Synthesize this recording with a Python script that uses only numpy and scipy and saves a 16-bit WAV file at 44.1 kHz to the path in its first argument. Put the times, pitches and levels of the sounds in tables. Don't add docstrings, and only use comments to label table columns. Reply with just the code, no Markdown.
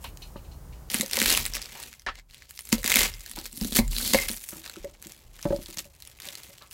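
import sys
import numpy as np
from scipy import signal
from scipy.fft import rfft, irfft, next_fast_len
from scipy.io import wavfile
from scipy.ndimage import uniform_filter1d

SR = 44100
rng = np.random.default_rng(int(sys.argv[2]) if len(sys.argv) > 2 else 0)


def transcribe(signal):
    frames = np.atleast_2d(signal).T
    limited = np.clip(frames, -1, 1)
    pcm = np.round(limited * 32767).astype(np.int16)
    wavfile.write(sys.argv[1], SR, pcm)


def field_ratio(decibels):
    return 10 ** (np.asarray(decibels, dtype=float) / 20)


N = 296784


def unit(x):
    return x / np.sqrt(np.mean(x ** 2, axis=-1, keepdims=True) + 1e-20)


def along(points, hz):
    f, v = np.transpose(points)
    return np.interp(np.log(hz + 1), np.log(f + 1), v)


def curves(rows):
    start_s, *columns = np.transpose(rows)
    row = np.searchsorted(start_s, np.arange(N) / SR, side="right") - 1
    return [c[np.clip(row, 0, None)] for c in columns]


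def filtered(x, response):
    size = next_fast_len(N + SR // 2)
    return irfft(rfft(x, size) * response(np.fft.rfftfreq(size, 1 / SR)), size)[..., :N]


def noise(spectrum):
    return unit(filtered(rng.standard_normal(N), lambda hz: field_ratio(along(spectrum, hz))))


def bump(hz, centre_hz, octaves):
    return np.exp(-(np.log2(hz / centre_hz) / octaves) ** 2)


def resonances(modes, mid_db=0, hard_db=0):
    def response(f):
        total = 0
        for k, (centre, width, db) in enumerate(modes):
            lift = field_ratio(along([(350, 0), (500, mid_db), (650, mid_db), (1200, hard_db)], centre))
            ring = 1j * f * width / (centre ** 2 - f ** 2 + 1j * f * width)
            total = total + (-1) ** k * field_ratio(db) * lift * ring
        return total
    return response


def placed(times_s, rows):
    at = np.round(np.asarray(times_s) * SR).astype(int)[:, None] + np.arange(rows.shape[1])
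    return np.bincount(at.ravel(), rows.ravel(), N + SR)[:N]


def bursts(times_s, db, colour, t60_s, rise_s, size, peak=False):
    t = np.arange(size) / SR
    raw = rfft(rng.standard_normal((len(times_s), size)))
    tone = unit(irfft(raw * colour(np.fft.rfftfreq(size, 1 / SR) + 1), size))
    shaped = tone * field_ratio(-60 * t / t60_s) * (1 - np.exp(-t / rise_s))
    if peak:
        shaped = shaped / np.abs(shaped).max(axis=1, keepdims=True)
    return placed(times_s, field_ratio(db)[:, None] * shaped)


# blade bites in s, full pressure in s, crunch in dB, 20 dB fade in s,
# fizz above the crunch in dB.
CUTS = [(0.906, 0.942, -29.5, 0.17, -0.5), (1.121, 1.333, -23, 0.1479, -1), (1.529, 1.553, -35, 0.17, -11),
        (1.604, 1.832, -43.5, 0.1676, -1.5), (2.14, 2.195, -48.5, 0.02, -14.5), (2.294, 2.31, -54, 1, -6),
        (2.495, 2.715, -52, 0.53, 7), (2.721, 2.724, -26.5, 0.0661, -3.5),
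        (2.845, 3.001, -22.5, 0.1024, -2.5), (2.99, 3.064, -23, 0.0156, -4),
        (3.144, 3.467, -43.5, 0.0714, 0), (3.529, 3.654, -41, -0.23, 5), (3.732, 3.79, -21.5, -0.0155, 2.5),
        (3.911, 4.077, -29.5, 0.2373, 1.5), (4.132, 4.134, -23.5, 0.07, 0),
        (4.153, 4.215, -31.5, 0.0935, 0), (4.286, 4.323, -39, -0.1, 6), (4.347, 4.5, -49.5, -0.26, 9.5)]
# grip in s, then the same columns.
GRIPS = [(0.011, 0.057, -51.5, 0.06, 5.5), (0.165, 0.238, -61.5, 0.26, 5), (0.723, 0.732, -60.5, 0.13, -14),
         (4.546, 4.636, -47, 0.51, -6), (5.043, 5.023, -48.5, 0.3461, -2.5), (5.332, 5.435, -48, 0.22, -3),
         (5.44, 5.723, -48, -0.22, 1), (5.768, 5.785, -37.5, 0.0661, -1), (5.927, 6.077, -54, 0.3143, -2.5),
         (6.2, 6.247, -42.5, 0.45, -2.5), (6.416, 6.465, -55, -0.2, 3), (6.71, 6.725, -51.5, -2.5, 5)]


def pressure():
    swell_db, bite_20db_s = 11, 0.015
    t = np.arange(0, N + 32, 32) / SR
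    crunch = fizz = 1e-9
    for start, full, db, fade_s, fizz_db in CUTS + GRIPS:
        loss = swell_db * np.clip((full - t) / max(full - start, 0.002), 0, 1)
        loss = loss + 20 * np.maximum(start - t, 0) / bite_20db_s
        loss = loss + 20 * np.maximum(t - full, 0) / abs(fade_s)
        power = field_ratio(2 * (db - np.minimum(loss, 120)))
        crunch = crunch + power
        fizz = fizz + power * field_ratio(2 * fizz_db)
    return [np.interp(np.arange(N) / SR, t, np.sqrt(power)) for power in (crunch, fizz)]


# start in s, sliding share 0-1, smoothness 0-1, blade singing in dB,
# room hiss in dB.
STAGES = [(0, 0, 0.42, -30, -54.5), (.89, 0.23, 0.24, -22, -64.5), (1.5, 0, 0.15, -24.5, -64),
          (1.9, 0.15, 0.29, -15, -72.5), (2.29, 0.25, 0.15, -24, -90), (2.84, 0.07, 0.13, -17, -83.5),
          (2.95, 0.07, 0.23, -11.5, -83), (3.3, 0.7, 0, -28, -88.5), (3.77, 0.9, 0.5, -9, -87),
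          (3.87, 0.85, 0.45, -24, -85.5), (4.165, 0.2, 0.23, -2.5, -85.5), (4.27, 0.16, 0, -24, -84.5),
          (4.55, 0.04, 0, -33.5, -64.5), (5.44, 0.29, 0, -29, -68), (5.86, 0.09, 0.02, -19.5, -67)]
# start in s, peak in dB.
JOLTS = [(1.263, -30.5), (1.501, -35), (2.071, -37.5), (2.742, -32), (2.984, -29), (3.34, -36.5),
         (3.62, -32), (3.799, -16.5), (4.147, -26), (4.8, -42), (5.251, -40), (5.47, -30.5)]
# frequency in Hz, density in dB per Hz.
ROOM_HISS = [(82, -52.5), (140, -0.5), (264, -6), (1000, -11.5), (3580, -35), (4910, -26.5), (13800, -27),
             (16500, -25.5)]
# frequency in Hz, level in dB.
MOTOR_TONES = [(6751, -73), (13501, -76.5), (14250, -79)]
# table boom in dB, room rumble in dB; bowl held up, then at the board.
STILL_DB = [(-49, -47), (-68.5, -61.5)]
LEAN_DB = (-23.5, -18.5)
SWAY_DB = (-5, -13.5)


def kitchen(crunch):
    lag_s, lean_s, sway_t60_s, board_s = 0.057, 0.19, 0.61, 0.89
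    hiss_db = curves(STAGES)[3]
    t = np.arange(N) / SR
    late = np.roll(crunch, int(lag_s * SR))
    lean = np.abs(uniform_filter1d(late ** 2, int(lean_s * SR) + 1))
    sway = sum(field_ratio(2 * (db - 60 * np.abs(t - s) / sway_t60_s)) * (t > s) for s, db in JOLTS)
    still = field_ratio(2 * np.where(t < board_s, *np.array(STILL_DB)[:, :, None]))
    power = still + np.outer(field_ratio(LEAN_DB) ** 2, lean) + np.outer(field_ratio(SWAY_DB) ** 2, sway)
    boom_gain, rumble_gain = np.sqrt(power)
    boom = noise([(18, -23), (28, 6.5), (38, 12.5), (48, 9), (60, -49.0)])
    rumble = noise([(45, -46.0), (58, 0.5), (95, -12.5), (125, -10.5), (160, -18), (300, -47.5)])
    whine = sum(field_ratio(db - 0.5) * np.sin(2 * np.pi * hz * t) for hz, db in MOTOR_TONES) * (t < board_s)
    return boom_gain * boom + rumble_gain * rumble + field_ratio(hiss_db) * noise(ROOM_HISS) + whine


# frequency in Hz, density in dB per Hz.
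CRUNCH = [(410, -36), (830, -7.5), (1440, -9), (2400, -2), (4520, -5.5), (8000, -8), (10400, -64)]
FIZZ = [(3240, -31), (5500, 2.5), (7350, 5), (13800, 5.5), (15800, 1), (16600, -21)]
RASP = [(530, -31), (1000, -22.5), (2340, -8.5), (4370, 8.5), (6180, -6), (9000, -13.5), (11700, -28.5),
        (16000, -93.5)]
# frequency in Hz, width in Hz, level in dB.
BOARD = [(225.2, 31, 4), (525, 39, -3), (1050, 120, -15), (1535, 160, -21), (2110, 130, -8)]
PLATE = [(195, 55, -5.5), (338.6, 33.6, 1.5), (573.5, 28, 2), (694, 30.7, -9), (853, 44, -8.5),
         (1300, 104, -14), (1535, 80, -13), (2100, 310, -22.5)]


def leaves(crunch, fizz):
    board_rub_db, plate_rub_db, scuff_db = -19, -18, -19.5
    slide, smooth, sing_db, _ = curves(STAGES)
    luck = rng.random((5000, 4))
    at = (luck[:, 0] * N).astype(int)
    size_db = -4 * np.log(luck[:, 1] + 0.012)
    lean_db = 14 * (luck[:, 2] - 0.5)
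    pitch_db = 15 * (luck[:, 3] - 0.5)
    age = np.arange(SR // 50) / SR

    def level(x):
        return x / np.sqrt(np.abs(uniform_filter1d(x ** 2, SR // 12)) + 1e-9)

    def grain(db, t60_s):
        fade = field_ratio(-60 * age / t60_s) * (1 - np.exp(-age / 0.00063))
        cracks = level(signal.fftconvolve(np.bincount(at, field_ratio(db), N), fade)[:N])
        return level(smooth + (1 - smooth) * cracks)

    body = np.sqrt(1 - slide) * noise(CRUNCH) + np.sqrt(slide) * noise(RASP)
    deep = filtered(body, lambda f: 1 / (1 + (f / 3200) ** 6))
    dull = grain(size_db - lean_db - pitch_db, 0.024) * deep
    dull = dull + grain(size_db + pitch_db, 0.01) * (body - deep)
    spray = noise(FIZZ)
    top = filtered(spray, lambda f: 1 / (1 + (9500 / (f + 1)) ** 8))
    bright = grain(size_db + lean_db - pitch_db, 0.0079) * (spray - top)
    bright = bright + grain(size_db + lean_db, 0.012) * top

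    force = grain(size_db, 0.021) * rng.standard_normal(N)
    blade = unit(filtered(force, resonances([(2110, 75, 0)])))
    board = unit(filtered(force, resonances(BOARD[:1])))
    plate = unit(filtered(force, resonances(PLATE[:2])))
    on_board = np.arange(N) < 4.45 * SR
    low = np.where(on_board, field_ratio(board_rub_db) * board, field_ratio(plate_rub_db) * plate)
    scuff = unit(filtered(force, lambda f: bump(f + 1, 444, 0.79)))
    rub = (1 + 2.56 * slide) * low + field_ratio(scuff_db) * (2 - slide) * scuff
    return field_ratio(-2.5) * (crunch * (dull + field_ratio(sing_db) * blade + rub) + fizz * bright)


# start in s, peak in dB, centre in Hz, brightness in dB.
CRUMBS = [
    (0.0418, -28, 3109, -17),
    (0.1728, -27, 6631, -19.5),
    (0.222, -36, 4270, 3.5),
]
FIRST_RIBS = [(0.9004, -18, 3420, -13), (0.902, -20, 4660, -17.5), (0.9162, -16.5, 2110, -7.5),
              (0.9436, -3, 9820, -18.5), (0.998, -13, 11600, -12), (1.0104, -17, 1200, -15),
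              (1.0097, -6, 2000, -17), (1.017, -10.5, 4270, -3), (1.0611, -18, 5840, -9.5),
              (1.0979, -24, 5700, -15.5), (1.1116, -16, 2560, -12.5), (1.1327, -6.5, 5090, -21),
              (1.1563, -13, 3760, -12), (1.1692, -18, 7280, -2), (1.1698, -7, 2104, -12),
              (1.1887, -9, 4700, -21), (1.2017, -8.5, 2060, -16.5), (1.2165, -4, 2360, -22),
              (1.259, -3, 3900, -13), (1.278, -10.5, 4110, -20), (1.2973, -7.5, 4450, -13.5),
              (1.3152, -6, 3900, -15), (1.3495, -8.5, 2860, -17.5), (1.3744, -4.5, 2600, -20),
              (1.4531, -11, 4180, -13.5), (1.463, -12.5, 8670, -14)]
SPLITS = [(1.2264, -7.5, 2800, -12), (1.3026, -4, 4460, -15), (1.5464, -18, 5800, -19),
          (1.5514, -12.5, 2680, -9), (1.5675, -17, 1826, -15), (1.6254, -21, 5050, -18),
          (1.938, -34, 1980, -17), (2.9241, -5.5, 2700, -11), (2.9698, -2.5, 2050, -16),
          (3.0308, -6.5, 2320, -17), (4.2934, -14.5, 4420, -15), (4.6769, -25, 4290, -16.5),
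          (6.716, -34, 2780, -18)]
CREAKS = [(1.5357, -38.5, 1200, 1.5), (1.5365, -14.5, 5730, -13.5), (1.5602, -13, 5115, -7.5),
          (1.5927, -30, 1780, -18.5), (1.6174, -20, 4340, -17.5), (1.6575, -24.5, 4590, -21),
          (1.6893, -32, 1880, -19.5), (1.7198, -30.5, 2100, -20), (1.753, -30, 2650, -17),
          (1.7797, -33.5, 2680, -13), (1.8015, -32, 8290, -10.5), (1.8285, -21.5, 4600, -11),
          (1.8361, -23.5, 4230, -19), (1.9282, -51, 1200, -5), (1.9287, -28.5, 1840, -17.5),
          (1.9962, -29.5, 5900, -22), (2.0196, -39.5, 4960, -16.5), (2.064, -24, 1816, -53)]
SECOND_RIBS = [(2.1548, -30, 2070, -23), (2.1884, -35, 1990, -31), (2.1972, -34.5, 2370, -29),
               (2.2994, -40, 2980, -17.5), (2.3096, -37.5, 4270, -21), (2.3382, -38.5, 4610, -14.5),
               (2.345, -29, 3400, -14), (2.4235, -43.5, 2360, -19), (2.4216, -33, 2070, -33),
               (2.502, -31, 6860, -10), (2.5093, -38, 10900, -9.5), (2.5083, -27.5, 2020, -12),
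               (2.5756, -26.5, 5580, -21.5), (2.591, -20, 2270, -14.5), (2.608, -24, 9170, -16),
               (2.6726, -47, 1200, 3.5), (2.6726, -31, 4310, -12.5), (2.69, -21.5, 2000, -1),
               (2.727, 1, 2140, -12.5), (2.782, -24, 4170, -12), (2.8168, -29, 7750, -11.5),
               (2.8306, -20.5, 2100, -7.5), (2.843, -9, 1930, -16.5), (2.8609, -7, 4400, -15.5),
               (2.877, -5.5, 2030, -8), (2.8984, -7.5, 7340, -19), (2.902, -7, 4120, -16.5),
               (2.9182, -2, 2050, -16.5), (2.941, -3, 2470, -12), (2.9574, 2, 2060, -11),
               (2.9918, -2, 2080, -13.5), (3.0165, -5, 2160, -8.5), (3.128, -33.5, 4980, -22),
               (3.139, -24, 4940, -27), (3.1953, -32.5, 11600, -13), (3.2066, -27, 7470, -12.5)]
STEMS = [(3.2085, -30.5, 7470, -13), (3.2612, -28.5, 6530, -14), (3.262, -22, 4730, -19),
         (3.2963, -26, 9130, -6), (3.314, -20, 10550, -9.5), (3.361, -20.5, 5700, -10),
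         (3.388, -18.5, 5630, -16.5), (3.4564, -19, 2730, -23.5), (3.5148, -42.5, 4770, 2.5),
         (3.5283, -25, 8110, -13), (3.5735, -19.5, 10970, -11), (3.6114, -25.5, 9570, -8),
         (3.612, -16.5, 5660, -15.5), (3.6357, -22, 3420, -13), (3.6468, -14.5, 3640, -9.5),
         (3.7232, -16.5, 3640, -11.5), (3.73, -16.5, 3910, -11.5), (3.7548, -16.5, 3430, -13.5),
         (3.7611, -10.5, 3200, -10), (3.769, -6.5, 10200, -13.5), (3.8793, -23, 7400, -14),
         (3.9178, -36, 4220, -6), (3.932, -24, 3360, -11), (3.9516, -22.5, 3890, -10.5),
         (3.9653, -12.5, 4230, -16), (3.9835, -9, 4100, -8.5), (4.012, -14.5, 11050, -13),
         (4.0542, -18, 4510, -11), (4.076, -15.5, 3680, -12), (4.1352, -3, 4270, -16.5),
         (4.1457, -4, 1990, -24), (4.1868, -10.5, 2130, -11), (4.2847, -13, 10000, -12.5),
         (4.2871, -12.5, 4520, -15), (4.3147, -14.5, 9360, -14.5), (4.3732, -28.5, 5820, -12)]
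GATHER = [(4.3733, -27, 5860, -15.5), (4.4036, -30, 9100, -8), (4.4397, -24, 9200, -11.5),
          (4.4886, -19.5, 9230, -3), (4.521, -32, 1560, -12.5), (4.6412, -29, 4090, -27.5),
          (4.6614, -23.5, 4300, -27), (4.6971, -20.5, 4090, -11), (4.759, -30, 1300, -24.5),
          (4.765, -30, 1460, -28), (4.846, -24.5, 1910, -16), (4.9121, -40, 8840, -5),
          (5.0178, -34, 7990, -8), (5.0248, -29, 12060, -11), (5.0253, -27, 6800, -11),
          (5.0694, -23.5, 8270, -9), (5.0954, -32.5, 3170, -10), (5.1205, -26.5, 10100, -10),
          (5.1765, -37.5, 4380, -10), (5.3334, -43, 8890, -13), (5.365, -41.5, 1800, -19.5),
          (5.365, -35, 1609, -25), (5.393, -33.5, 1490, -18), (5.4148, -32, 3340, -13),
          (5.4273, -19, 5760, -11), (5.4536, -31, 1210, -15.5)]
SETTLE = [(5.5623, -25.5, 4720, -23), (5.6136, -35, 2210, -15.5), (5.6281, -28, 11800, -14.5),
          (5.66, -25.5, 3670, -27), (5.687, -37, 8760, -14), (5.7088, -30, 7760, -18),
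          (5.7268, -30, 6300, -13), (5.7318, -34, 6490, -11), (5.7722, -17.5, 6590, -19),
          (5.7844, -14.5, 5120, -18), (5.7907, -14, 7360, -17), (5.9504, -40.5, 2670, -6),
          (6.0024, -34, 3700, -10), (6.0224, -28, 4240, -9.5), (6.0508, -30, 7860, -10),
          (6.0741, -26, 9480, -16), (6.1145, -34.5, 3610, -13), (6.1876, -37, 2535, -19),
          (6.201, -26, 3860, -19.5), (6.2197, -26, 4420, -17), (6.2737, -27, 4330, -16.5),
          (6.2873, -18.5, 3430, -17), (6.353, -20.5, 4240, -16.5), (6.4335, -29.5, 4100, -14),
          (6.582, -30.5, 2900, -18.5), (6.6223, -32.5, 4080, -14.5), (6.6732, -38, 8820, -9),
          (6.6947, -47.5, 11960, 2), (6.7106, -35.5, 9810, 0.5), (6.7115, -27, 2800, -5)]


def snaps():
    rows = CRUMBS + SPLITS + FIRST_RIBS + CREAKS + SECOND_RIBS + STEMS + GATHER + SETTLE
    s, db, hz, bright_db = np.transpose(rows)[:, :, None]

    def colour(f):
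        pitch = bump(f, hz, 0.18) + 0.47 * bump(f, 3040, 1.49)
        return pitch + 1.39 * field_ratio(bright_db) * bump(f, 10377, 0.97)

    t60_s = 0.0065 * (4000 / hz) ** 0.2
    crack = bursts(s[:, 0], db[:, 0] - 1.5, colour, t60_s, rise_s=0.00023, size=1024, peak=True)
    sing_db = curves(STAGES)[2]
    return crack + filtered(field_ratio(sing_db + 13.5) * crack, resonances([(2100, 100, 0.01)]))


# start in s, level in dB, centre in Hz, t60 in s.
SCRAPES = [(0.043, -17.5, 920, 0.08), (1.3, -17.5, 1763, 0.132), (1.749, -26, 902, 0.2),
           (1.79, -28, 880, 0.083), (2.064, -8.5, 1790, 0.14), (2.086, -5, 1298, 0.044),
           (3.368, -22, 870, 0.16), (4.524, -24.5, 1300, 0.1), (4.64, -23, 1500, 0.025),
           (4.659, -17, 1750, 0.025), (4.675, -21, 1300, 0.025), (4.696, -20, 1400, 0.026),
           (4, -19, 1546, 0.06), (6.61, -29.5, 1176, 0.18)]


def scrapes():
    s, db, hz, t60_s = np.transpose(SCRAPES)[:, :, None]

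    def colour(f):
        return (2.62 * bump(f, hz, 0.18) + bump(f, 1140, 3.2)) / (1 + (f / 4600) ** 4)

    return bursts(s[:, 0], db[:, 0] - 16.0, colour, t60_s, rise_s=0.0023, size=8192)


# start in s, peak in dB, strongest frequency in Hz.
TONGS = [
    (0.0433, -31.5, 2800),
    (0.2182, -33.5, 3820),
    (0.3618, -43, 3020),
    (0.4444, -49, 3650),
    (0.5127, -43.5, 4442),
    (0.7233, -45.5, 2655),
]
# frequency in Hz, width in Hz, level in dB.
STEEL = [(900, 90, -12), (2466, 490, 4), (3020, 240, 0), (3650, 63, 1.5), (4230, 160, 3.5), (6000, 70, 2)]


def tongs():
    s, db, hz = np.transpose(TONGS)[:, :, None]
    touch = bursts(s[:, 0], db[:, 0] - 10, lambda f: bump(f, hz, 0.914),
                   t60_s=0.17, rise_s=0.00122, size=4096)
    return 0.63 * touch + field_ratio(2.5) * filtered(touch, resonances(STEEL))


def blows(rows, modes, contact_s, push_db):
    t = np.arange(SR // 5) / SR
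    f = np.fft.rfftfreq(len(t), 1 / SR)
    rough = rng.standard_normal((len(rows), len(t)))
    drag = 0.15 * field_ratio(-0.3 * np.array(rows)[:, 3:])
    rattle = np.exp(-t / 0.025) * uniform_filter1d(rough, size=30, axis=1) * 2.35
    push = np.exp(-t / contact_s) * (1 + 0.72 * rough) + drag * rattle
    spot = rng.standard_normal((len(rows), len(modes), 2))
    rings = []
    for p, luck, (_, _, mid_db, hard_db) in zip(push, spot, rows):
        here = [(hz * (1 + 0.018 * a), width, db + 3.0 * b)
                for (hz, width, db), (a, b) in zip(modes, luck)]
        here.append((380, 450, -14))
        response = resonances(here, mid_db + 4, hard_db + push_db)(f)
        rings.append(irfft(rfft(p) * response, len(t)))
    peaks = field_ratio([row[1] for row in rows]) / np.abs(rings).max(axis=1)
    return placed([row[0] for row in rows], rings * peaks[:, None])


# start in s, peak in dB, middle ring in dB, hardness in dB.
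DROPS = [(0.358, -29.5, -6, 4), (2.065, -42.5, -5.5, 14.5), (3.38, -32, -11, -3.5),
         (4.529, -34.5, -23, -11), (4.56, -39.5, -15, -36), (4.769, -34.5, -21, -20),
         (4.843, -27.5, 3, -22), (5.058, -39.5, -16, -32), (5.454, -14.5, -0.5, -9), (5.461, -19, 2, -2),
         (5.505, -15, 0, -14.5), (5.524, -19, 1, -20), (5.543, -26.5, -8, -25), (5.588, -32, -12.5, -36),
         (5.687, -39, -18.5, -34), (5.772, -38, -18, -21), (5.855, -44, -1, -22.5), (6.27, -44, 9, -22.5),
         (6.49, -45, 1, -28)]


def plate_drops():
    return blows(DROPS, PLATE, contact_s=0.0053, push_db=5.0)


# start in s, peak in dB, middle ring in dB, hardness in dB.
KNOCKS = [(0.947, -21, -47.5, -10), (1, -23, -25.5, -17), (1.028, -26.5, 10, -16.5),
          (1.176, -20.5, 10, -3.5), (1.217, -21.5, -14, -20), (2.728, -12, -12.5, -9),
          (2.78, -36, 3.5, -30), (2.848, -28.5, -12, -24), (2.961, -21.5, -4, -34),
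          (3.532, -42.5, -40, -34.5), (3.577, -36, -46.5, -31.5), (3.614, -22.5, -36, -39.5),
          (3.65, -24.5, -39.5, -35), (3.722, -27, -37, -37), (3.788, -9.5, -3.5, -7.5),
          (4.136, -15.5, -2, -3), (4.146, -6, 11.5, -2), (4.298, -30, -21, -22)]


def board_knocks():
    return blows(KNOCKS, BOARD, contact_s=0.00318, push_db=19.0)


def table():
    s, db = np.transpose(JOLTS)
    t = np.arange(SR // 2) / SR
    rock = np.sin(2 * np.pi * 37 * t) * field_ratio(-60 * t / 0.567) * (1 - np.exp(-t / 0.059))
    return placed(s, field_ratio(db)[:, None] * rock)


def room(near):
    t60_s, delay_samples = 0.08, 200
    t = np.arange(SR // 4) / SR
    tail = rng.standard_normal(len(t)) * field_ratio(-60 * t / t60_s)
    late = np.pad(near, (delay_samples, 0))
    return field_ratio(-11.5) * signal.fftconvolve(late, tail / np.linalg.norm(tail))[:N]


def scene():
    crunch, fizz = pressure()
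    near = leaves(crunch, fizz) + snaps() + scrapes() + tongs()
    near = near + plate_drops() + board_knocks()
    return (near + room(near) + table() + kitchen(crunch))[None]


def top_cut(x):
    return signal.sosfilt(signal.butter(12, 16990, fs=SR, output="sos"), x)


def record(dry):
    limit, band_hz = 0.8, 15950
    rounded = dry / (1 + np.abs(dry / limit) ** 4) ** 0.25
    mix = filtered(rounded, lambda hz: np.where(hz < band_hz, 1, field_ratio(-43.5)))
    return top_cut(mix)


dry = scene()
out = record(dry)
transcribe(out)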